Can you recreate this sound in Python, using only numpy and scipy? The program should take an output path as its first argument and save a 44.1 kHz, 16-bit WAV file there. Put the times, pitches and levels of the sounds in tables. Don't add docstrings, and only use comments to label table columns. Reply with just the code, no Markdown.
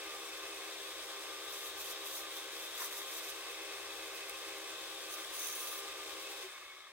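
import sys
import numpy as np
from scipy import signal
from scipy.fft import rfft, irfft, next_fast_len
from scipy.io import wavfile
from scipy.ndimage import uniform_filter1d

SR = 44100
rng = np.random.default_rng(int(sys.argv[2]) if len(sys.argv) > 2 else 0)


def wav_record(signal):
    frames = np.transpose(np.atleast_2d(signal))
    bounded = np.clip(frames, -1, 1)
    quanta = np.round(bounded * 32767).astype(np.int16)
    wavfile.write(sys.argv[1], SR, quanta)


N = 305167
TIME = np.arange(N) / SR
FFT_SIZE = next_fast_len(N, True)
FREQS = np.maximum(np.fft.rfftfreq(FFT_SIZE, 1 / SR), 1)
SPINDLE_HZ, PULLEY_HZ, BALL_PASS_HZ = 74.8, 66.35, 171.6
POWER_OFF_S, COAST_S = 6.453, 1.6


def from_db(db):
    return 10 ** (np.asarray(db) / 20)


def rms_one(x):
    return x / np.sqrt(np.mean(x ** 2) + 1e-20)


def at_hz(points):
    hz, value = np.transpose(points)
    return np.interp(np.log(FREQS), np.log(hz), value)


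def drift(rate_hz):
    step, run_in = 40, 2000
    pole = np.exp(-2 * np.pi * rate_hz * step / SR)
    noise = rng.standard_normal(N // step + run_in + 2)
    slow = signal.lfilter([1], [1, -2 * pole, pole * pole], noise)[run_in:]
    return np.interp(np.arange(N) / step, np.arange(len(slow)), rms_one(slow))


def swell(at_s, half_width_s):
    return np.exp(-.5 * ((TIME - at_s) / half_width_s) ** 2)


def body(spectrum, resonances=()):
    peaks = sum((from_db(db) ** 2 - 1) / (1 + (2 * (FREQS - hz) / width) ** 2)
                for hz, width, db in resonances)
    return from_db(at_hz(spectrum)) * np.sqrt(np.maximum(1 + peaks, .1))


def modes(resonances):
    return np.sqrt(sum(from_db(db) ** 2 / (1 + (1.26 * (FREQS - hz) / width) ** 2) ** 2
                       for hz, width, db in resonances))


def friction(per_s, spread_db):
    hits = rng.random((2, N)) < per_s / SR
    sizes = from_db(spread_db * rng.uniform(-0.96, 1, (2, N))) * rng.standard_normal((2, N))
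    return rms_one(hits * sizes) * np.sqrt(SR / 2)


def turns(hz, speed, wobble):
    return np.cumsum(hz * speed * (1 + wobble * drift(3.05))) / SR


def once_per_turn(angle, sharpness, depth):
    return rms_one(1 + depth * np.exp(-sharpness * (angle % 1)))


def tones(lines, angle, rough, flutter_hz):
    out = np.zeros((2, N))
    for multiple, db in lines:
        phase = 2 * np.pi * (multiple * angle + rng.random())
        along, across = np.cos(phase), np.sin(phase)
        direct = (1 + rough * drift(flutter_hz)) * along + rough * drift(flutter_hz) * across
        scattered = drift(flutter_hz) * along
        out += np.sqrt(2) * from_db(db) * np.array([direct / np.sqrt(1 + 2 * rough ** 2), scattered])
    return out


# (frequency [Hz], likeness [ratio, capped at 1])
MIC_LIKENESS = [(60, 1.1), (400, 0.9), (1300, 1), (2000, 1), (2600, 1), (3000, 0.44), (3800, 0.3),
                (5600, .5), (6400, 0), (16000, 0)]
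# (frequency [Hz], left minus right [dB])
MIC_BALANCE = [(60, -2), (350, 2.5), (700, 1), (2100, 1.5), (2650, -2.5), (3300, 4.5), (5500, 0),
               (7500, 2.5), (10000, -.5), (13000, 0.5), (14400, -3), (16000, 4.5)]
# (frequency [Hz], lag [rad])
MIC_LEFT_LAG = [(60, -2), (500, 0.07), (1200, 0.3), (1720, 0.47), (2600, 1.45), (3300, 1.8), (4300, 2.5),
                (6000, 3)]

def radiate(force, gain):
    mid, side = rfft(force, FFT_SIZE) * gain
    alike = np.clip(at_hz(MIC_LIKENESS), -1, 1)
    sign = np.array([[1], [-1]])
    pair = np.sqrt((1 + alike) / 2) * mid + sign * np.sqrt((1 - alike) / 2) * side
    placing = from_db(sign * at_hz(MIC_BALANCE) / 2) * np.exp(-1j * sign * at_hz(MIC_LEFT_LAG) / 2)
    return irfft(pair * placing, FFT_SIZE)[:, :N]


def workshop(x, wet_db, t60):
    age = np.arange(SR // 3) / SR
    echoes = rng.standard_normal((2, len(age))) * from_db(-60 * age / t60) * (age > .002)
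    echoes *= from_db(wet_db) / np.sqrt(np.sum(echoes ** 2, axis=1, keepdims=True))
    return (x + signal.fftconvolve(x, echoes, axes=1)[:, :N]) / np.hypot(1, from_db(wet_db))


# (frequency [Hz], level [dB])
MOTOR_HUM = [(133, -89), (324.2, -66), (333, -72), (379, -71), (400.1, -60), (467, -65.5), (475.6, -68),
             (526, -84), (532.5, -62), (541, -72), (627, -76.5), (665, -73.5), (686, -78), (800.2, -68.5),
             (866, -73.5), (932, -75.5), (1124.5, -66.5), (1475, -75), (1609, -75)]
# (frequency [Hz], level [dB])
MOTOR_WHINE = [(1200.3, -61)]
# (time [s], rise [dB])
WHINE_SURGES = [(.25, 6.5), (1.45, 6), (2.9, 3), (3.9, 4), (5.2, 3.5), (5.87, 5.5)]
# (frequency [Hz], width [Hz], level [dB])
CASING_MODES = [(1199, 42, -79.5)]
HUM_DIP_DB, HUM_DIP_S = 2.5, 0.23

def motor(speed):
    powered = np.clip((POWER_OFF_S - TIME) / .04, 0, 1)
    angle = turns(1, speed, wobble=0.001005)
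    cutting = uniform_filter1d(from_db(pressure_db()), size=int(HUM_DIP_S * SR))
    dip = from_db(0.46 - HUM_DIP_DB * cutting / cutting.max())
    hum = tones(MOTOR_HUM, angle, rough=0.21, flutter_hz=9.8) * dip
    surge = from_db(-3.5 + sum(db * swell(at_s, .19) for at_s, db in WHINE_SURGES))
    whine = tones(MOTOR_WHINE, angle, rough=0.7, flutter_hz=9.3) * surge
    groan = from_db(-46) * swell(6.455, 0.0148) * np.sin(2 * np.pi * 378 * TIME)
    casing = radiate(friction(4000, spread_db=1.0) * surge * powered, modes(CASING_MODES))
    return radiate((hum + whine) * powered + groan * [[1], [0]], gain=1) + casing


# (frequency [Hz], level [dB])
ROLLING_SPECTRUM = [(25, -102), (65, -92.5), (110, -101), (195, -108), (270, -99.5), (330, -89),
                    (600, -83.5), (900, -89.5), (1420, -88.5), (2000, -84.5), (3800, -85), (4200, -86),
                    (5700, -86.5), (7000, -91), (8400, -88.5), (11400, -95.5), (16000, -98)]
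# (frequency [Hz], width [Hz], boost [dB])
HEADSTOCK_MODES = [(230, 17.5, 8), (670, 28, 2.5), (1066.6, 43, 8), (1087, 74, 6), (1220, 115, 5),
                   (1620, 71, 4), (1700, 29.5, 1), (2180, 53, 2.5), (8400, 330, 1.5), (13100, 460, 4.5),
                   (14950, 100, 7.5)]
BEAT_HZ, BEAT_CREST_S, BEAT_DB = 9.25, 4.155, 0.67
CROSSOVER_HZ = 6500

def rolling(shaking, speed):
    headstock = body(ROLLING_SPECTRUM, HEADSTOCK_MODES)
    coarse = friction(25000, spread_db=2.5) * shaking * from_db(.5 * drift(22))
    rumble = radiate(coarse, headstock / np.hypot(1, (FREQS / CROSSOVER_HZ) ** 3))
    beat_db = BEAT_DB * np.cos(2 * np.pi * BEAT_HZ * (TIME - BEAT_CREST_S)) * (TIME < POWER_OFF_S)
    fine = friction(16000, spread_db=4.5) * shaking * speed ** 2 * from_db(beat_db + 0.78 * drift(25))
    hiss = radiate(fine, headstock / np.hypot(1, (CROSSOVER_HZ / FREQS) ** 3))
    return rumble + hiss


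# (start [s], end [s], share [0-1])
LOAD_SHIFTS = [(0, .6, 0.76), (3.405, 4.55, 0.9), (5.5, 6.45, 0.47)]
# (frequency [Hz], width [Hz], level [dB])
HOUSING_MODES = [(2060, 70, -85), (2190, 100, -83), (2578, 65, -75.5)]
RACE_MODES = [(3186, 136, -83.5), (3374, 76, -81.5), (3580, 98, -80), (3790, 125, -83), (3875, 30, -84)]
# (ball-pass multiple, level [dB])
STEADY_PARTIALS = [(9, -62.5), (10, -72.5), (11, -70), (14, -68.5), (16, -69)]
HOUSING_PARTIALS = [(12, -69), (15, -64.5)]
RACE_PARTIALS = [(19, -67), (20, -70), (21, -69), (22, -62.5), (23, -81)]
SHIFT_S = 0.29
SLACK_DB, SLACK_S = -4, 0.064

def bearing(speed):
    balls = turns(BALL_PASS_HZ, speed, wobble=0.000692)
    pulley = turns(PULLEY_HZ, speed, wobble=0.00043)
    throb = once_per_turn(balls, sharpness=4, depth=0.17)
    throb *= once_per_turn(pulley, sharpness=1.6, depth=0.38)
    slack = np.clip((TIME - POWER_OFF_S) / SLACK_S + .5, 0, 1)
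    rattle = from_db(-0.37 + SLACK_DB * slack) * speed ** 2.7
    shaking = throb * rattle
    noise = rolling(shaking, speed)
    shift = sum(share * np.clip(1 + np.minimum(TIME - start, end - TIME) / SHIFT_S, 0, 1)
                for start, end, share in LOAD_SHIFTS)
    on_housing = from_db(-6.5 + 7.5 * shift + 0.96 * drift(11))
    on_race = from_db(2 - 3.5 * shift + 1.2 * drift(12))
    rings = sum(radiate(friction(4000, spread_db=1.0) * shaking * contact, modes(resonances))
                for resonances, contact in ((HOUSING_MODES, on_housing), (RACE_MODES, on_race)))
    singing = (tones(STEADY_PARTIALS, balls, rough=0.16, flutter_hz=8.8)
               + tones(HOUSING_PARTIALS, balls, rough=0.41, flutter_hz=5.7) * on_housing
               + tones(RACE_PARTIALS, balls, rough=0.46, flutter_hz=6.7) * on_race)
    singing = radiate(singing * rattle * speed ** 6, gain=0.91)
    return workshop(noise + rings, wet_db=-6.5, t60=0.2) + singing


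# (start [s], end [s], level at start [dB], level at end [dB])
SCRAPER_STROKES = [(1.505, 1.688, -53, -51.5), (1.8, 1.921, -51, -48), (2.06, 2.199, -49, -48.5),
                   (2.36, 2.375, -48.5, -49), (2.53, 2.66, -56, -52.5), (2.75, 2.859, -52.5, -46.5),
                   (2.93, 3.02, -48.5, -51), (3.095, 3.185, -50, -51), (3.248, 3.3, -52, -48.5),
                   (5.115, 5.145, -49.5, -48), (5.176, 5.22, -53, -55), (5.335, 5.46, -50.5, -44.5),
                   (5.47, 5.79, -46, -50)]
ATTACK_S, RELEASE_S = 0.067, .04

def pressure_db():
    strokes = [np.interp(TIME, [start, end], [first_db, last_db])
               - 20 * np.maximum(start - TIME, 0) / ATTACK_S
               - 20 * np.maximum(TIME - end, 0) / RELEASE_S
               for start, end, first_db, last_db in SCRAPER_STROKES]
    return np.maximum(np.max(strokes, axis=0), -120)


# (frequency [Hz], level [dB])
THICK_RASP = [(500, -65), (1100, -42), (2200, -72), (3500, -37), (4500, -40.5), (7700, -39.5),
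              (11400, -44.5), (13500, -36), (16000, -46)]
THIN_RASP = [(500, -70), (1200, -45), (2000, -48), (3800, -37.5), (5300, -43), (7500, -42.5), (10000, -41),
             (11700, -43), (16000, -36.5)]
# (frequency [Hz], width [Hz], boost [dB])
THICK_MODES = [(5880, 140, 7), (6600, 190, 1), (10100, 640, 8.5), (13260, 640, 1.5), (14400, 450, 6)]
THIN_MODES = [(5960, 200, 8.7), (6500, 350, 2.9), (10060, 950, 8.2), (14200, 500, 3), (16000, 370, 2.6)]
BLADE_CHANGE_S = 4.3

def scraper(speed):
    bite = once_per_turn(turns(SPINDLE_HZ, speed, wobble=0.0035), sharpness=7.8, depth=1.04)
    force = friction(30000, spread_db=2.0) * bite * from_db(pressure_db() + 1.94 * drift(26.2))
    thick = radiate(force * (TIME < BLADE_CHANGE_S), body(THICK_RASP, THICK_MODES))
    thin = radiate(force * (TIME >= BLADE_CHANGE_S), body(THIN_RASP, THIN_MODES))
    return workshop(thick + thin + wood_chatter(bite) + blade_squeal(bite), wet_db=-2.0, t60=0.06)


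# (time [s], half-width [s], level [dB])
BLADE_CATCHES = [(1.54, 0.02, -59), (2.822, 0.022, -44), (2.9, 0.065, -54.5)]
# (frequency [Hz], width [Hz], boost [dB])
WOOD_MODES = [(950, 40, 16), (1104, 86, 13), (1290, 90, 4), (1600, 150, 7), (1950, 270, 12.5)]

def wood_chatter(bite):
    dig = sum(from_db(db) * swell(at_s, width) for at_s, width, db in BLADE_CATCHES)
    wood = body([(300, -68), (900, -42.0), (2500, -49.5), (9000, -47)], WOOD_MODES)
    return radiate(friction(20000, spread_db=1) * bite * dig, wood)


# (time [s], level [dB])
HISS_FLARES = [(4.155, -59), (4.795, -74), (4.91, -66), (6.12, -65), (6.22, -63), (6.315, -59.5)]

def hiss_flares():
    level = sum(from_db(db) * swell(at_s, .016) for at_s, db in HISS_FLARES)
    colour = body([(1000, -55), (4000, -44), (9000, -40), (16000, -32)])
    return radiate(friction(30000, spread_db=2) * level, colour)


# (time [s], level [dB], decay by 60 dB [s])
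CHIP_HITS = [(4.2959, -32, .011)]
# (frequency [Hz], level [dB])
CHIP_SPECTRUM = [(1000, -55), (6500, -52), (8000, -41), (11000, -43), (16000, -42)]
# (frequency [Hz], width [Hz], boost [dB])
CHIP_MODES = [(8500, 600, 9)]

def chip_snap():
    burst = sum(from_db(db - 60 * np.clip((TIME - at_s) / t60, 0, 3)) * (TIME >= at_s)
                for at_s, db, t60 in CHIP_HITS)
    snap = radiate(friction(30000, spread_db=1) * burst, body(CHIP_SPECTRUM, CHIP_MODES))
    return workshop(snap, wet_db=-10.5, t60=0.15)


# (time [s], half-width [s], level [dB])
BLADE_SQUEALS = [(5.115, .018, -6), (5.425, 0.033, 1), (5.52, 0.026, -1)]
# (frequency [Hz], width [Hz], level [dB])
FLEX_MODES = [(6050, 180, -76), (6380, 270, -75.5)]

def blade_squeal(bite):
    flex = sum(from_db(db) * swell(at_s, width) for at_s, width, db in BLADE_SQUEALS)
    return radiate(friction(20000, spread_db=4.5) * rms_one(bite ** 3) * flex, modes(FLEX_MODES))


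# (frequency [Hz], width [Hz], level [dB])
LOOSE_MODES = [(373, 29, -88.5), (567, 28, -87.5), (1130, 140, -82.5), (1233, 60, -82), (1710, 270, -85),
               (2050, 67, -86), (2194, 61, -78.5), (2530, 98, -86), (3630, 120, -86)]
# (time [s], level [dB])
SPINDLE_SQUEAKS = [(6.555, -55), (6.71, -58)]
SQUEAK_HZ = 2211

def coasting(speed):
    free = np.clip((TIME - POWER_OFF_S) / 0.037, 0, 1)
    squeaks = sum(tones([(SQUEAK_HZ, db)], TIME, rough=.4, flutter_hz=21) * swell(at_s, .02)
                  for at_s, db in SPINDLE_SQUEAKS)
    ringing = radiate(friction(1800, spread_db=0) * free * speed ** 2, modes(LOOSE_MODES))
    return ringing + radiate(squeaks, gain=1)


def scene():
    speed = np.exp(-np.maximum(TIME - POWER_OFF_S, 0) / COAST_S)
    return motor(speed) + bearing(speed) + coasting(speed) + scraper(speed) + hiss_flares() + chip_snap()


def record(dry):
    cutoff_hz = 15850
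    return signal.sosfilt(signal.ellip(12, .1, 70, cutoff_hz, fs=SR, output="sos"), dry)


dry = scene()
out = record(dry)
wav_record(out)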